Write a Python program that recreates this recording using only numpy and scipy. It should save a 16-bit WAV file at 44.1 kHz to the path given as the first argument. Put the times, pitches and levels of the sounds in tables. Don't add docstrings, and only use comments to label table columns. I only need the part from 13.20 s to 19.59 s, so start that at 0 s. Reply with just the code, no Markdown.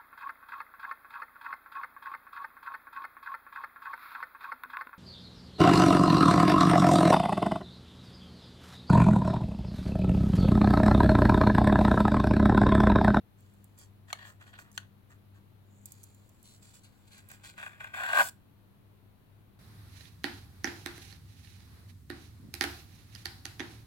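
import sys
import numpy as np
from scipy import signal
from scipy.fft import rfft, irfft
from scipy.io import wavfile
from scipy.ndimage import uniform_filter1d

SR = 44100
rng = np.random.default_rng(int(sys.argv[2]) if len(sys.argv) > 2 else 0)


def file_out(sig):
    cols = np.atleast_2d(sig).T
    lim = np.clip(cols, -1, 1)
    pcm = np.round(lim * 32767).astype(np.int16)
    wavfile.write(sys.argv[1], SR, pcm)


N = 281827
TIME = np.arange(N) / SR
LEAD_IN = 44
TUG_ATTACK_S, TUG_RELEASE_S = 0.01, 0.022

# freq_hz, relative_db
PAPER_SPECTRUM = [(500, -34), (1300, -11.5), (1750, -8.5), (1960, 0.5), (2230, -5.5), (2480, -3.5),
                  (2740, -1), (3000, -14), (3500, -10), (4000, -15.5), (4550, -21), (5100, -28.5),
                  (12000, -49)]
# freq_hz, relative_db
FIZZ_SPECTRUM = [(1000, -9.5), (3000, -7.5), (4500, -0.5), (5200, -7.5), (6500, -3.5), (7600, 5),
                 (8400, -6), (9300, -3.5), (11000, -10.5), (16000, -14.5)]
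# freq_hz, width_hz, relative_db
CAVITY_MODES = [(557, 173, -10), (629, 148, 2.5), (770, 210, 0.5), (965, 78.4, 0), (1089, 67, 1.5),
                (1214, 61, 0)]
# freq_hz, width_hz, relative_db
WALL_MODES = [(1487, 73, -2), (1603, 104, -3.5), (1882, 78, -14)]
# time_s, speed (0-1)
RIP_SPEED = [(4.68, 0), (4.775, 0.33), (4.85, 0.37), (4.925, 0.45), (4.98, 0.79), (5.012, 0.85),
             (5.06, 0.68)]


def undb(db):
    return 10 ** (np.asarray(db) / 20)


def unit(x):
    return x / np.sqrt(np.mean(x ** 2))


def conv(x, response):
    return signal.fftconvolve(np.atleast_2d(x), np.atleast_2d(response), axes=1)[:, :N]


def interp_time(points):
    return np.interp(TIME, *np.transpose(points))


def gains(points, hz):
    point_hz, db = np.transpose(points)
    return undb(np.interp(np.log(hz + 1), np.log(point_hz), db))


def colour(points, size=2048):
    cepstrum = irfft(np.log(gains(points, np.fft.rfftfreq(size, 1 / SR))))
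    cepstrum[1:size // 2] *= 2
    cepstrum[size // 2 + 1:] = 0
    response = irfft(np.exp(rfft(cepstrum)))
    return response / np.linalg.norm(response)


def ring(modes, size=2048):
    t = np.arange(size) / SR
    response = np.zeros(size)
    for k, (hz, width_hz, db) in enumerate(modes):
        decay = np.exp(-np.pi * width_hz * t)
        response += (-1) ** k * undb(db) * width_hz * decay * np.cos(2 * np.pi * hz * t)
    band = signal.butter(4, [470, 2800], "band", fs=SR, output="sos")
    response = signal.sosfilt(band, response)
    return response / np.linalg.norm(response)


def tail(t60_s, size=2048):
    fade = undb(-60 * np.arange(size) / SR / t60_s)
    noise = rng.standard_normal((2, size)) * fade
    return noise / np.linalg.norm(noise, axis=1, keepdims=True)


def ports(response, pan_db, scatter_db, t60_s, size=4096):
    # freq_hz, left_lead_rad, left_minus_right_db
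    port_pair = [(60, 1, -5.5), (500, 0.54, 5), (760, 0.58, -4.5), (1140, 0.87, -6), (1300, 2.24, 1.5),
                 (1980, 2.3, 1), (2130, 2.8, -0.5), (2430, 6.34, -0.5), (2836, 9.5, -11), (3130, 9.1, 4.5),
                 (3450, 7.2, -0.5), (4540, 13.4, 0), (6800, 13.3, -4.5), (15270, 31.5, -3.5)]
    hz = np.fft.rfftfreq(size, 1 / SR)
    point_hz, lead_rad, balance_db = np.transpose(port_pair)
    lead = np.interp(hz, point_hz, lead_rad)
    balance = np.interp(hz, point_hz, balance_db) + pan_db
    direct = np.exp(-1j * np.outer([0, 1], lead))
    scatter = undb(scatter_db) * hz ** 2 / (hz ** 2 + 3500 ** 2)
    paths = (direct + scatter * rfft(tail(t60_s), size)) / np.hypot(1, scatter)
    sides = undb(np.outer([0.5, -0.5], balance))
    sides = sides / np.sqrt(np.mean(sides ** 2, axis=0))
    pair = irfft(rfft(response, size) * paths * sides)
    return np.roll(pair, LEAD_IN, axis=1)[:, :size // 2]


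def walk(rate_hz):
    k = int(SR / rate_hz)
    held = np.repeat(rng.standard_normal(N // k + 1), k)
    smooth = uniform_filter1d(uniform_filter1d(held, k), k)
    return unit(smooth[:N])


def add(out, time_s, sound, peak_db):
    i = int(time_s * SR) - LEAD_IN
    out[:, i:i + sound.shape[1]] += sound * undb(peak_db) / np.abs(sound).max(axis=1).mean()


def steady(x, window_s):
    k = int(window_s * SR)
    power = np.mean(x ** 2, axis=0)
    return x / np.sqrt(uniform_filter1d(uniform_filter1d(power, k), k) + 1e-9)


def slips(rate_hz, spread_db):
    hits = rng.random(N) < rate_hz / SR
    sizes = undb(spread_db * np.minimum(rng.exponential(size=N), 4))
    return hits * sizes * rng.choice([-1, 1], N)


def shifting(x, response, pan_db, scatter_db, t60_s):
    grip_rad = 1.2 * walk(5)
    a = conv(x, ports(response, pan_db, scatter_db, t60_s))
    b = conv(x, ports(response, pan_db, scatter_db, t60_s))
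    return steady(np.cos(grip_rad) * a + np.sin(grip_rad) * b, 0.022)


def stroke(start_s, end_s, attack_s, release_s):
    rise = np.maximum((start_s - TIME) / attack_s, 0) ** 2
    fall = np.maximum((TIME - end_s) / release_s, 0)
    return np.exp(-rise - fall)


def strokes(rows, attack_s, sag_db_per_s, release_s):
    power = 0
    for start_s, length_s, box_db, fizz_db in rows:
        sag = undb(-sag_db_per_s * np.maximum(TIME - start_s, 0))
        shape = stroke(start_s, start_s + length_s, attack_s, release_s) * sag
        power = power + np.outer(undb([box_db, fizz_db]), shape) ** 2
    return np.sqrt(power)


def rasp(effort, label, rate_hz, cavity_db, wall_db, paper_db, fizz_db, coupling, pan_db):
    # freq_hz, relative_db
    sizzle_spectrum = [(4000, -18.5), (8000, -6.5), (10000, -4), (16000, -7)]
    flex_spectrum = [(100, -27.0), (290, 0.5), (420, -3.0), (900, -31.0)]
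    box_level_db, fizz_level_db = 20 * np.log10(effort + 1e-6)
    speed = interp_time(RIP_SPEED)

    main_slips = slips(rate_hz * (1 + 4 * speed), 3.8)
    threads = slips(3000, 3.5)
    push = main_slips + undb(-14) * threads
    crackle = main_slips + undb(-5) * threads

    cavity = shifting(push, ring(CAVITY_MODES), pan_db, -10, 0.012)
    cavity *= undb(box_level_db + cavity_db + 7 * speed)
    wall = shifting(push, ring(WALL_MODES), pan_db, -6.5, 0.015)
    wall *= undb(box_level_db + wall_db + 4 * speed)
    flex = shifting(push, colour(flex_spectrum), 0, -7, 0.012) * undb(box_level_db - 33.5)
    paper_level_db = coupling * box_level_db + (1 - coupling) * fizz_level_db + paper_db - 9 * speed
    paper = shifting(push, colour(label), pan_db, 7.5, 0.036) * undb(paper_level_db)
    fizz = shifting(crackle, colour(FIZZ_SPECTRUM), 2, 5.8, 0.021)
    fizz *= undb(fizz_level_db + fizz_db - 2 * speed)
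    sizzle = shifting(crackle, colour(sizzle_spectrum), -1.1, 4.7, 0.027)
    sizzle *= undb(fizz_level_db - 13 + 13.4 * speed)
    return cavity + wall + flex + paper + fizz + sizzle


def background():
    # freq_hz, relative_db
    room_tone = [(20, -8.5), (50, -2.5), (125, 2), (180, -4.5), (300, -8), (500, -16), (1000, -19.5),
                 (2000, -26.5), (4200, -30.5), (5000, -37.5), (8000, -41), (11500, -32), (16000, -33.5)]
    # freq_hz, base_rms_db
    hum_partials = [(100, -63), (200, -70.5)]
    # time_s, gain_db
    hum_swell = [(0, 1), (1.2, 2.5), (2.3, 1), (2.85, 3), (3.1, -0.5), (4.5, -1.5), (6.4, -2.5)]
    side_spectrum = [(30, -0.5), (100, -4), (500, -1.5), (2000, 0.5), (8000, 0)]

    hz = np.fft.rfftfreq(N, 1 / SR)
    mid, side = rfft(rng.standard_normal((2, N))) * gains(room_tone, hz)
    side = side * gains(side_spectrum, hz)
    air = undb(-61) * unit(irfft(np.array([mid + side, mid - side]), N))

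    swell_db = interp_time(hum_swell)
    hum = np.zeros(N)
    for partial_hz, base_db in hum_partials:
        level_db = base_db + swell_db + 2.67 * walk(27)
        phase_rad = 2 * np.pi * partial_hz * TIME + partial_hz / 300 * walk(9)
        hum += undb(level_db) * unit(np.sin(phase_rad))
    return air * undb([[1.2], [-1.2]]) + hum * undb([[2.2], [-2.2]])


def creep():
    corner_spectrum = [(5000, -37), (6400, -12), (7100, 5), (7800, 3), (8500, -14), (12000, -26.5)]
    held = stroke(start_s=2.584, end_s=2.9, attack_s=0.09, release_s=0.2)
    song = shifting(slips(2900, 5.4), colour(corner_spectrum), -0.91, -4, 0.0066)
    return song * undb(-71) * held


def ticks():
    # time_s, peak_db, pan_offset_db (left minus right), centre_hz
    thread_breaks = [(0.2064, -51.5, 6, 8960), (0.338, -54.5, -7, 9030), (0.4427, -45, -3, 8700),
                     (0.588, -39.5, -1, 7460), (1.516, -45.5, 0, 6250), (1.528, -48.5, 6, 6460),
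                     (2.657, -29, 2, 7630), (2.72, -35, -1, 7000), (2.8326, -43, -15, 6540),
                     (2.838, -34.5, 5, 6900), (2.9464, -50, 0, 6760), (3.0929, -50.5, -3, 7000),
                     (3.2286, -45.5, -3, 7350), (3.981, -46, 3, 6270), (4.0876, -40.5, -7, 9330),
                     (4.115, -35.5, -2, 7260)]
    out = np.zeros((2, N))
    for time_s, peak_db, pan_db, hz in thread_breaks:
        upper = [(hz, 2), (hz * 1.25, -6), (hz * 1.6, -1), (hz * 2.2, -7)]
        tick = colour([(500, -27), (hz / 3, -24), (hz * 0.7, -16)] + upper)
        add(out, time_s, ports(tick, pan_db, 11, 0.024), peak_db)
    return out


def knocks():
    # time_s, peak_db
    label_jerks = [(0.247, -63), (0.904, -38), (1.214, -47), (1.267, -52), (1.338, -43.5), (1.388, -37.5),
                   (4.115, -40), (4.248, -45), (4.379, -38), (4.399, -36), (4.428, -33.5), (4.435, -33),
                   (4.464, -31.5), (4.608, -34), (4.644, -30.5), (4.739, -44), (4.837, -26), (4.931, -22)]
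    box = undb(-7) * ring(CAVITY_MODES) + undb(3) * ring(WALL_MODES)
    label = undb(-2) * colour(PAPER_SPECTRUM) + undb(-12) * colour(FIZZ_SPECTRUM)
    out = np.zeros((2, N))
    for time_s, peak_db in label_jerks:
        add(out, time_s, ports(box + label, 0, 3, 0.0063), peak_db)
    return out


def snaps():
    # time_s, peak_db, pan_offset_db (left minus right), ring_hz, upper_ring_hz, ring_db, boom_db
    nail_snaps = [(0.929, -18.5, 3, 1266, 2210, 1, -9), (1.5775, -21.5, 4, 1470, 1780, -0.5, -36)]
    # freq_hz, relative_db
    crack_spectrum = [(300, -28), (600, -21), (1000, -10), (1600, -13), (2200, -17), (2700, -3),
                      (3000, -0.5), (3400, -7), (3750, -6), (4180, 0), (5100, -17.5), (6600, -7),
                      (9000, -14.5), (16000, -25.5)]
    out = np.zeros((2, N))
    for time_s, peak_db, pan_db, ring_hz, upper_hz, ring_db, boom_db in nail_snaps:
        wall = undb(ring_db) * ring([(ring_hz, 100, 0), (upper_hz, 130, -3)])
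        boom = undb(boom_db) * ring(CAVITY_MODES[:3])
        snap = colour(crack_spectrum) + wall + boom
        add(out, time_s, ports(snap, pan_db, 13.2, 0.02), peak_db)
    return out


def picking():
    # start_s, length_s, box_drive_db, fizz_drive_db
    nail_strokes = [(0.19, 0.45, -77, -70), (0.592, 0.041, -67.5, -53.5), (0.897, 0.012, -55, -58),
                    (0.938, 0.034, -57, -69), (0.999, 0.059, -52, -66), (1.065, 0.037, -56, -56.5),
                    (1.217, 0.0087, -57.5, -63.5), (1.276, 0.019, -60, -63), (1.343, 0.02, -56, -81),
                    (1.398, 0.0093, -56.5, -54), (1.45, 0.053, -66.5, -78), (1.555, 0.01, -71, -57),
                    (1.59, 0.042, -61.5, -81), (1.912, 0.014, -63, -65.5), (2.16, 0.0099, -65.5, -71.5)]
    # freq_hz, relative_db
    scratch_spectrum = [(500, -20.5), (1000, -12.5), (1250, 4), (1500, -4.5), (1900, 8.5), (2250, -10.5),
                        (2750, -2.5), (3050, -7.5), (3500, -7), (4300, -11), (5100, -25), (12000, -34.5)]
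    effort = strokes(nail_strokes, attack_s=0.014, sag_db_per_s=26, release_s=0.023)
    return rasp(effort, scratch_spectrum, rate_hz=270, cavity_db=-8.5, wall_db=-6, paper_db=-1,
                fizz_db=-4, coupling=1.0, pan_db=1.5)


def tugs():
    # start_s, length_s, box_drive_db, fizz_drive_db
    label_tugs = [(2.665, 0.24, -81, -62.5), (3.25, 0.11, -86, -58), (3.428, 0.087, -75, -58.5),
                  (3.544, 0.028, -72, -56), (3.643, 0.012, -69, -58), (3.879, 0.005, -76, -63.5),
                  (3.923, 0.03, -62.5, -57), (3.977, 0.012, -60.5, -56.5), (4.1, 0.045, -59, -56),
                  (4.246, 0.051, -55.5, -51), (4.384, 0.044, -48.5, -58.5), (4.43, 0.049, -48, -57.5),
                  (4.51, 0.027, -56, -68.5), (4.607, 0.067, -47, -63)]
    return strokes(label_tugs, TUG_ATTACK_S, 30, TUG_RELEASE_S)


def pull():
    start_s, end_s, rise_db_per_s = 2.9, 4.74, 22
    end_box_db, fizz_db = -58.5, -74
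    held = stroke(start_s, end_s, TUG_ATTACK_S, TUG_RELEASE_S)
    box = held * undb(end_box_db + rise_db_per_s * (TIME - end_s))
    return np.array([box, held * undb(fizz_db)])


def rip():
    start_s, slack_s, end_s = 4.745, 5.02, 5.09
    attack_s, release_s, slack_db = 0.01, 0.007, -22
    box_db, fizz_db, range_db = -17, -33, 29.5
    drive = undb(range_db * (interp_time(RIP_SPEED) - 1))
    taut = stroke(start_s, slack_s, attack_s, release_s)
    tearing = stroke(start_s, end_s, attack_s, release_s)
    box = undb(box_db) * np.maximum(taut, undb(slack_db) * tearing)
    return drive * np.array([box, undb(fizz_db) * tearing])


def peeling():
    effort = np.hypot(tugs(), pull()) + rip()
    return rasp(effort, PAPER_SPECTRUM, rate_hz=300, cavity_db=-11, wall_db=-2, paper_db=-1.5,
                fizz_db=-1.5, coupling=0.84, pan_db=1.5)


def scene():
    near = creep() + ticks() + knocks() + snaps() + picking() + peeling()
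    room = conv(near, tail(0.21, size=16384))
    return background() + undb(-14.5) * room + near


def record(dry):
    low_pass = signal.ellip(10, 0.2, 70, 16200, fs=SR, output="sos")
    return signal.sosfilt(low_pass, dry)


dry = scene()
out = record(dry)
file_out(out)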